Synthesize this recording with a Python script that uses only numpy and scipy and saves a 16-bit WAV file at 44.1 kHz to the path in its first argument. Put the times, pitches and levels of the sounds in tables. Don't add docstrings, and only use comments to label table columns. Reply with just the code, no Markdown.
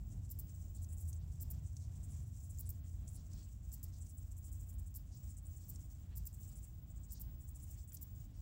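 import sys
import numpy as np
from scipy import signal
from scipy.fft import rfft, irfft, next_fast_len
from scipy.io import wavfile
from scipy.ndimage import uniform_filter1d

SR = 44100
rng = np.random.default_rng(int(sys.argv[2]) if len(sys.argv) > 2 else 0)


def output_pcm(signal):
    pcm = np.clip(np.atleast_2d(signal).T, -1, 1) * 32767
    wavfile.write(sys.argv[1], SR, np.round(pcm).astype(np.int16))


def volts_from_db(level):
    exponent = np.asarray(level, float) / 20
    return 10 ** exponent


N = 370881
T = np.arange(N) / SR

# time in seconds, firing rate in Hz, level of the firing tone in dB,
# level of the upper partials in dB; rate and levels waver around these.
ENGINE = [(0, 66.8, -46.5, -91), (.3, 65.4, -74, -64), (.9, 79.24, -49.5, -66.5), (1.15, 79.03, -52, -58.5),
          (2.1, 70.68, -55, -57), (3.0, 63.6, -63.5, -64.5), (3.6, 58.38, -55.5, -77.5),
          (4.6, 57.9, -53.5, -82), (5.0, 54.95, -57, -80)]
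UPPER_PARTIALS = {4: -3, 5: -4, 6: -4.5}
# time in seconds, level in dB before it wavers.
HUM = [(0, -58.5), (1, -47), (2, -54), (3.4, -55.5), (4.6, -53), (6.5, -59), (8.41, -74)]
HUM_HZ = 87.76
# frequency in Hz, relative level in dB per Hz.
AIR_COLOUR = [(12, -53), (20, -17.5), (54, 0.5), (86, -1.5), (116, -7), (260, -26.5), (385, -35),
              (557, -39), (622, -39.5), (643, -31.5), (659, -41.5), (676, -34.5), (705, -37), (926, -45.5),
              (2180, -50.5), (3500, -50), (4300, -54), (5000, -52), (6500, -56), (11000, -120)]
# time in seconds, then levels in dB before the gusts of
# deep rumble (below 300 Hz), tyre roar (300-1000 Hz), open air (above 1000 Hz).
ROAD = [(0, -45, -75.5, -82), (.9, -49, -76.5, -83.5), (1.6, -48, -76.5, -83), (2.5, -48, -78, -83),
        (3.4, -49, -79, -82.5), (5, -50, -79, -83), (7.2, -50, -78.5, -82.5), (8.41, -49.5, -79, -82.5)]

# time in seconds,
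# level below SPLIT_HZ in dB, level above SPLIT_HZ in dB, both before they throb.
CHORUS = [(0, -80, -78), (.45, -75, -82), (1.0, -74, -69.5), (1.4, -77.5, -80), (1.9, -76, -79.5),
          (2.55, -75, -75), (2.9, -77.5, -79), (3.4, -76, -80), (3.75, -76, -78), (4.65, -77, -74),
          (5.1, -76, -84), (5.65, -72.5, -73), (6.05, -81, -81), (6.45, -75.5, -73), (6.8, -81.5, -80),
          (7.15, -79, -84), (7.85, -74, -72), (8.41, -83, -83)]
# frequency in Hz, relative level in dB per Hz.
CHORUS_COLOUR = [(2650, -24), (4500, -20.5), (5860, -7.5), (6330, -6.5), (6990, -4.5), (7600, 0.5),
                 (8030, -5), (8640, -10), (9880, -11.5), (11200, -26.5)]
# frequency in Hz, relative level in dB per Hz.
HISS_COLOUR = [(8000, -9), (10500, -8), (11500, -8), (12800, -4), (14000, -2), (15200, 0), (15900, 0)]
HISS_DB = -82

# start in seconds, length in seconds, level in dB before it wavers.
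WHISTLE = [(0.03, 0.065, -75), (0.406, 0.37, -68), (0.803, 0.38, -72), (1.599, 0.2, -81),
           (1.948, 0.46, -79), (2.374, 0.18, -75), (2.73, 0.63, -75), (3.326, 0.21, -74), (3.63, 0.55, -76),
           (4.111, 0.12, -69), (4.376, 0.65, -69.5), (5.139, 0.19, -67), (5.418, 0.61, -68.5),
           (6.374, .59, -66.5), (6.99, 0.2, -71), (7.228, 0.71, -66), (8.003, 0.24, -65), (8.356, .05, -72)]
WHISTLE_HZ = 15625
FLUTTER, CLEAN_S = 0.95, 0.22

WING_HZ, SPLIT_HZ = 8600, 11380
# start in seconds,
# level below WING_HZ in dB, between WING_HZ and SPLIT_HZ in dB, above SPLIT_HZ in dB.
FAR = [(0.104, -65, -87, -94), (0.18, -89, -97, -95), (0.533, -67, -80, -76), (0.616, -72, -93, -79),
       (0.748, -59, -73, -71), (0.819, -64, -68, -68), (0.889, -66, -69, -75), (0.919, -67, -65, -69),
       (0.969, -65.5, -77, -67), (0.998, -72, -69, -66), (1.04, -75, -92, -88), (1.078, -66, -67.5, -64),
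       (1.155, -69.5, -87, -93), (1.654, -64, -95, -95), (1.954, -64, -96, -82), (2.03, -61.5, -72, -69),
       (2.102, -66, -65.5, -75), (2.189, -82, -86, -91), (2.225, -80, -82, -85), (2.265, -82, -82, -80),
       (2.363, -69, -88, -80), (2.428, -65, -68, -74), (2.494, -64.5, -70.5, -69), (2.656, -61, -61, -73),
       (2.84, -71, -98, -92), (2.87, -73, -86, -89), (2.915, -76, -88, -87), (3.004, -78, -95, -84),
       (3.074, -62.5, -67, -73), (3.099, -83, -94, -76), (3.123, -71, -88, -75), (3.145, -72, -67.5, -71),
       (3.3, -74, -91, -90), (3.429, -68, -92, -74), (3.475, -73, -92, -82), (3.642, -69, -99, -89),
       (3.682, -82, -96, -84), (4.006, -56, -67, -74), (4.046, -73, -86, -82), (4.084, -66.5, -70, -76),
       (4.169, -69, -68.5, -76), (4.256, -84, -90, -82), (4.308, -66, -86, -72), (4.367, -67.5, -76, -65),
       (4.442, -66.5, -68, -73), (4.465, -73, -91, -75), (4.516, -66, -75, -66), (4.545, -75, -92, -82),
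       (4.595, -67, -83, -70.5), (4.625, -74, -93, -84), (4.661, -83, -92, -75), (4.687, -68, -84, -65),
       (4.728, -82, -82, -76), (4.782, -72.5, -79, -70.5), (4.861, -66.5, -73, -75), (5.115, -73, -90, -80),
       (5.168, -69, -88, -90), (5.242, -81, -86, -86), (5.293, -65.5, -72, -76), (5.369, -62.5, -72, -73),
       (5.453, -68, -66, -79), (5.562, -64, -76, -76), (5.608, -69, -89, -71), (5.733, -70, -74, -77),
       (5.814, -75, -84, -92), (5.844, -74, -89, -94), (6.329, -61.5, -70, -62), (6.401, -67, -75, -65),
       (6.476, -63, -78, -66), (6.515, -70, -80, -81), (6.555, -65.5, -67, -82), (6.629, -63.5, -73, -70),
       (6.895, -63.5, -95, -99), (6.96, -65, -93, -93), (7.032, -64.5, -97, -85), (7.404, -65.5, -72, -69),
       (7.475, -65.5, -73, -65), (7.548, -63.5, -71, -70), (7.621, -67.5, -65, -69), (7.661, -76, -93, -81),
       (7.702, -65.5, -80, -64), (7.735, -72.5, -101, -79), (7.777, -72, -90, -84), (7.815, -74, -97, -91),
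       (7.876, -69, -73, -74), (8.234, -71.5, -97, -83)]
# frequency in Hz, relative level in dB per Hz.
FAR_COLOUR = [(3000, -50), (4700, -29), (5700, -18), (6700, -9), (7600, 0), (8100, -2), (9000, -9),
              (10300, -5), (10750, -5), (11200, -15), (12100, -15), (12800, -11), (14000, -7), (15100, -5),
              (15800, -5), (16000, -40)]
FAR_SWELL_S, FAR_HOLD_S = 0.011, 0.0066

# start in seconds, length before the tail in seconds,
# level below WING_HZ in dB, between WING_HZ and SPLIT_HZ in dB, above SPLIT_HZ in dB.
NEAR = [(0.3065, 0.013, -61.5, -68, -49.5), (0.392, 0.0072, -62.5, -61, -49),
        (1.417, 0.012, -60, -71, -49.5), (1.507, 0.0086, -61, -66, -49), (2.599, 0.011, -65, -61, -53),
        (2.696, 0.0076, -60, -64, -48), (3.73, 0.016, -62, -66, -54.5), (3.8296, 0.013, -62.5, -67, -55),
        (4.952, 0.018, -64.5, -65, -53), (5.692, 0.011, -61, -68, -50.5), (6.163, 0.02, -64.5, -69, -54),
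        (6.262, 0.012, -60, -64, -51), (7.12, 0.017, -63, -66, -55.5), (7.207, 0.011, -63.5, -69, -50.5),
        (7.938, 0.013, -63, -65, -53), (8.021, 0.011, -64, -66, -52)]
# frequency in Hz, relative level in dB per Hz.
NEAR_COLOUR = [(2500, -60), (3600, -36), (4200, -33), (4900, -19), (5600, -17), (6700, -16), (7450, -5),
               (8000, -9), (8800, -17), (9700, -7), (10500, -10), (11500, -17), (12300, -10), (13200, 0),
               (14200, -3), (15200, 0), (15800, -2), (16000, -40)]
NEAR_SWELL_S = 0.003
# time in seconds,
# relative click level below WING_HZ in dB, relative click level above WING_HZ in dB.
LEAD_SNAPS = [(0.293, -52, -59), (0.3011, -53, -42), (0.389, -51, -37.5), (1.3986, -53, -72),
              (1.4035, -50, -54), (1.4096, -52, -40), (1.416, -54, -40), (1.5029, -60, -37.5),
              (2.5738, -66, -61), (2.5768, -59, -59), (2.581, -62, -53), (2.5864, -45.5, -54),
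              (2.5933, -54, -39), (2.5984, -53, -46), (2.6918, -48.5, -35.5), (3.7183, -48.5, -56),
              (3.725, -52, -48), (3.729, -62, -45), (3.8296, -50, -41), (4.942, -50, -50),
              (4.9493, -52, -44), (5.6802, -62, -54), (5.6861, -55, -46), (5.6914, -54, -41),
              (6.155, -54, -55), (6.1612, -61, -44), (6.2547, -57, -41), (7.1076, -51, -56),
              (7.1144, -53, -44), (7.1206, -51, -41), (7.1984, -68, -46), (7.2053, -59, -40.5),
              (7.9216, -51, -59), (7.9264, -68, -53), (7.9308, -56, -41), (8.0134, -59, -43),
              (8.02, -53, -46)]
GROUND_S, GROUND_DB = 0.0022, -5
RUSTLE_DB, RUSTLE_HZ, RUSTLE_S = -79, 5200, 0.064

# time in seconds, level in dB, centre of the ring in Hz.
TICKS = [(0.68, -73, 7000), (0.844, -59.5, 7200), (1.129, -54, 7000), (1.7664, -55.5, 6380),
         (3.078, -57, 7350), (3.3323, -60, 6800), (5.758, -58, 6900), (3.429, -75, 5500),
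         (7.969, -54, 6640)]
# start in seconds, rough length in seconds, level in dB, centre in Hz.
SPRAY = [(.745, 0.082, -78, 5000), (1.2, 0.029, -80.5, 4400), (1.55, 0.035, -78, 5630),
         (1.8, 0.065, -70.5, 6270), (2.61, .09, -77, 5500), (3.15, 0.068, -73, 5600),
         (3.3, 0.081, -73.5, 6000), (3.345, 0.12, -74, 4960), (3.92, 0.059, -72.5, 5490),
         (5.11, 0.082, -71.5, 5730), (5.6, 0.051, -75.5, 5800), (6.49, 0.038, -78, 4850),
         (7.14, 0.046, -67.5, 5850), (7.085, 0.027, -69, 6500), (7.77, 0.044, -74, 5400),
         (8.21, 0.037, -77.5, 6950), (8.33, 0.12, -77.5, 6400)]
# start in seconds, rough length in seconds, level in dB.
SCUFFS = [(0.888, 0.037, -83), (2.805, 0.059, -80), (3.44, 0.036, -83.5), (5.326, .045, -88),
          (6.09, 0.045, -75.5), (6.602, .045, -85), (7.252, 0.049, -84), (7.72, 0.049, -81),
          (7.886, 0.045, -80)]
SCUFF_HZ = 2030

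TOP_HZ = 15800


def curve(table):
    s, *columns = np.transpose(table)
    return [np.interp(T, s, c) for c in columns]


def unit(x):
    return x / np.sqrt(np.mean(x ** 2))


def colour(x, points, lo_hz=0, hi_hz=SR):
    size = next_fast_len(N)
    hz = np.arange(size // 2 + 1) * SR / size + 1
    f, db = np.transpose(points)
    gain = volts_from_db(np.interp(np.log(hz), np.log(f), db))
    gain = gain / np.sqrt((1 + (lo_hz / hz) ** 24) * (1 + (hz / hi_hz) ** 24))
    return irfft(rfft(x, size) * unit(gain), size)[:N]


def fade(x, tau_s):
    return signal.lfilter([1], [1, -np.exp(-1 / (tau_s * SR))], x)


def walk(rate):
    k = int(SR / rate)
    held = np.repeat(rng.standard_normal(N // k + 1), k)
    smooth = uniform_filter1d(uniform_filter1d(held, k), k)
    return unit(smooth[:N])


def band(x, hz, width):
    b, a = signal.iirpeak(hz, hz / width, fs=SR)
    return signal.lfilter(b, a, signal.lfilter(b, a, x))


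def stroke(start, swell, hold, tail_s, lead=0):
    i = int(start * SR)
    t = np.arange(min(int((swell + hold + 8 * tail_s) * SR), N - i)) / SR
    up = lead + (1 - lead) * np.clip(t / swell, 0, 1) ** 2
    return slice(i, i + len(t)), up * np.exp(-np.maximum(t - swell - hold, 0) / tail_s)


def engine():
    firing_hz, firing_db, upper_db = curve(ENGINE)
    phase = 2 * np.pi * np.cumsum(firing_hz * (1 + 0.003 * walk(4))) / SR
    upper = sum(volts_from_db(db + 3.5 * walk(8)) * np.sin(k * phase / 3 + k) for k, db in UPPER_PARTIALS.items())
    firing = volts_from_db(firing_db + 2.2 * walk(6)) * np.sin(phase)
    return np.sqrt(2) * (firing + volts_from_db(upper_db) * upper)


def machinery_hum():
    level = volts_from_db(curve(HUM)[0] + 1.0 * walk(4.2))
    phase = 2 * np.pi * np.cumsum(HUM_HZ * (1 + 0.0053 * walk(5.08))) / SR
    return np.sqrt(2) * level * np.sin(phase)


def road():
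    noise = rng.standard_normal(N) * volts_from_db(1.28 * walk(13))
    rumble_db, roar_db, air_db = curve(ROAD)
    rumble = volts_from_db(rumble_db) * colour(noise, AIR_COLOUR, hi_hz=300)
    roar = volts_from_db(roar_db) * colour(noise, AIR_COLOUR, lo_hz=300, hi_hz=1000)
    air = volts_from_db(air_db + 0.7 * walk(10)) * colour(noise, AIR_COLOUR, lo_hz=1000)
    return rumble + roar + air


def snaps(at, spread_db, snap_s):
    clicks = np.zeros(N)
    size = volts_from_db(spread_db * rng.standard_normal(len(at)))
    clicks[at[at < N]] = size[at < N]
    return 0.72 * clicks + fade(clicks, snap_s) * rng.standard_normal(N)


def chorus():
    low_db, high_db = curve(CHORUS)
    throb = 1.7 * walk(6) + 2.1 * walk(24) + 2.6 * walk(60)
    gaps = SR / 280 * np.exp(0.72 * rng.standard_normal(N // 100))
    at = np.cumsum(gaps).astype(int)
    pegs = unit(unit(snaps(at, spread_db=1.5, snap_s=0.0014)) + 1.2 * rng.standard_normal(N))
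    low = volts_from_db(low_db + throb) * colour(pegs, CHORUS_COLOUR, hi_hz=SPLIT_HZ)
    high = volts_from_db(high_db + 0.74 * throb) * colour(rng.standard_normal(N), HISS_COLOUR, lo_hz=SPLIT_HZ)
    hiss = volts_from_db(HISS_DB) * colour(rng.standard_normal(N), HISS_COLOUR, lo_hz=8300)
    return low + high + hiss


def whistle():
    chop = np.abs(np.sin(np.pi * np.cumsum(22 * (1 + 0.2 * walk(15))) / SR)) ** 1.5
    level = np.zeros(N)
    for start, length, db in WHISTLE:
        span, shape = stroke(start, 0.0084, length - 0.02, 0.041)
        flutter = FLUTTER * np.clip((T[span] - start) / CLEAN_S, 0, 1) ** 3
        level[span] += volts_from_db(db) * shape * (1 - flutter * (1 - chop[span]))
    return np.sqrt(2) * level * volts_from_db(1.3 * walk(40)) * np.sin(2 * np.pi * WHISTLE_HZ * T)


def grasshopper(table, spectrum, slow_s, fast_s, blur, leads, tail_s, echo_db, echo_s, spread_db):
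    levels, run, at = np.zeros((3, N)), np.zeros(N), []
    for (start, swell, hold, *dbs), jitter in zip(table, rng.standard_normal((len(table), 40))):
        for level, db, lead in zip(levels, dbs, leads):
            span, shape = stroke(start, swell, hold, tail_s, lead)
            level[span] += volts_from_db(db) * shape
        t = start + 0.0004
        ramp = 1.5 * swell + 0.003
        for j in jitter:
            at.append(int(t * SR))
            speed = min((t - start) / ramp, 1)
            t += (slow_s + (fast_s - slow_s) * speed ** 2) * np.exp(0.16 * j)
        run[span] = np.maximum(run[span], np.clip((T[span] - start) / ramp, 0.2, 1))
    pegs = snaps(np.array(at), spread_db=spread_db, snap_s=0.00065) + blur * run * rng.standard_normal(N)
    pegs = pegs / np.sqrt(np.average(pegs ** 2, weights=levels[-1] ** 2))
    scatter = rng.standard_normal(N) * volts_from_db(echo_db)
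    edges = (0, WING_HZ, SPLIT_HZ, SR)
    out = np.zeros(N)
    for level, lo_hz, hi_hz in zip(levels, edges, edges[1:]):
        echo = scatter * np.sqrt(fade(level ** 2, echo_s) / (echo_s * SR))
        out += colour(level * pegs + echo, spectrum, lo_hz, hi_hz)
    return out


def far_grasshoppers():
    rasps = [(s, FAR_SWELL_S, FAR_HOLD_S, *dbs) for s, *dbs in FAR]
    return grasshopper(rasps, FAR_COLOUR, slow_s=0.0045, fast_s=0.0036, blur=0.22, leads=(0.7, 0.4, 0.35),
                       tail_s=0.0079, echo_db=-16, echo_s=0.016, spread_db=1.7)


def lead_snaps():
    s, *dbs = np.transpose(LEAD_SNAPS)
    one, out = np.eye(1, N)[0], 0
    for db, lo_hz, hi_hz in zip(dbs, (0, WING_HZ), (WING_HZ, SR)):
        clicks = np.zeros(N)
        clicks[(s * SR).astype(int)] = volts_from_db(db)
        clicks = clicks + volts_from_db(GROUND_DB) * np.roll(clicks, int(GROUND_S * SR))
        wisp = 0.3 * fade(clicks, 0.001) * rng.standard_normal(N)
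        peak = colour(one, NEAR_COLOUR, lo_hz, hi_hz)[0]
        out = out + colour(0.55 * clicks + wisp, NEAR_COLOUR, lo_hz, hi_hz) / peak
    return out


def patches(table, share, swell_s, lead):
    out = np.zeros(N)
    grains = unit(rng.standard_normal(N) * volts_from_db(5.5 * rng.standard_normal(N) + 2.6 * walk(400)))
    sizes = np.linspace(-1, 1, 7)
    chances = rng.uniform(-1, 1, (len(table), 3, len(sizes)))
    for (start, length, db, hz), (detune, lift, shift) in zip(table, chances):
        span, shape = stroke(start, swell_s, 0.49 * length, 0.36 * length, lead)
        pitches = hz * np.exp(share * (sizes + 0.096 * detune))
        rings = 0
        for size, pitch, u, w in zip(sizes, pitches, lift, shift):
            moved = np.roll(grains, int((shift[0] + 0.05 * w) * SR))[span]
            rings = rings + volts_from_db(2.0 * u - 7.0 * size ** 2) * band(moved, pitch, 0.28 * pitch)
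        out[span] += volts_from_db(db) * shape * unit(rings)
    return out


def near_grasshopper():
    rasps = [(s, NEAR_SWELL_S, max(length - NEAR_SWELL_S, 0), *dbs) for s, length, *dbs in NEAR]
    rustles = [(s, RUSTLE_S, RUSTLE_DB, RUSTLE_HZ) for s, *_ in NEAR]
    rustle = patches(rustles, share=0.15, swell_s=0.0038, lead=0.78)
    rasp = grasshopper(rasps, NEAR_COLOUR, slow_s=0.0018, fast_s=0.00092, blur=0.45, leads=(0.6, 0.6, 0.5),
                       tail_s=0.0047, echo_db=-17, echo_s=0.02, spread_db=1.5)
    return lead_snaps() + rustle + rasp


def hooves():
    ticks = np.zeros(N)
    for s, db, hz in TICKS:
        span, shape = stroke(s, 0.00014, 0.0017, 0.0041)
        ring = unit(band(rng.standard_normal(2000), hz, 0.48 * hz))
        ticks[span] += volts_from_db(db) * shape * ring[:len(shape)]
    spray = patches(SPRAY, share=0.32, swell_s=0.016, lead=0.44)
    scuffs = patches([(*row, SCUFF_HZ) for row in SCUFFS], share=0.75, swell_s=0.03, lead=0.15)
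    return ticks + spray + scuffs


def scene():
    distance = engine() + machinery_hum() + road()
    insects = chorus() + far_grasshoppers() + near_grasshopper()
    return (distance + insects + whistle() + hooves())[None]


def low_pass(x):
    return signal.sosfilt(signal.butter(12, 16650, fs=SR, output="sos"), x)


def record(dry):
    cut = signal.sosfilt(signal.ellip(10, 0.2, 60, TOP_HZ, fs=SR, output="sos"), dry)
    mix = signal.sosfilt(signal.butter(2, 30, "high", fs=SR, output="sos"), cut)
    return low_pass(mix)


dry = scene()
out = record(dry)
output_pcm(out)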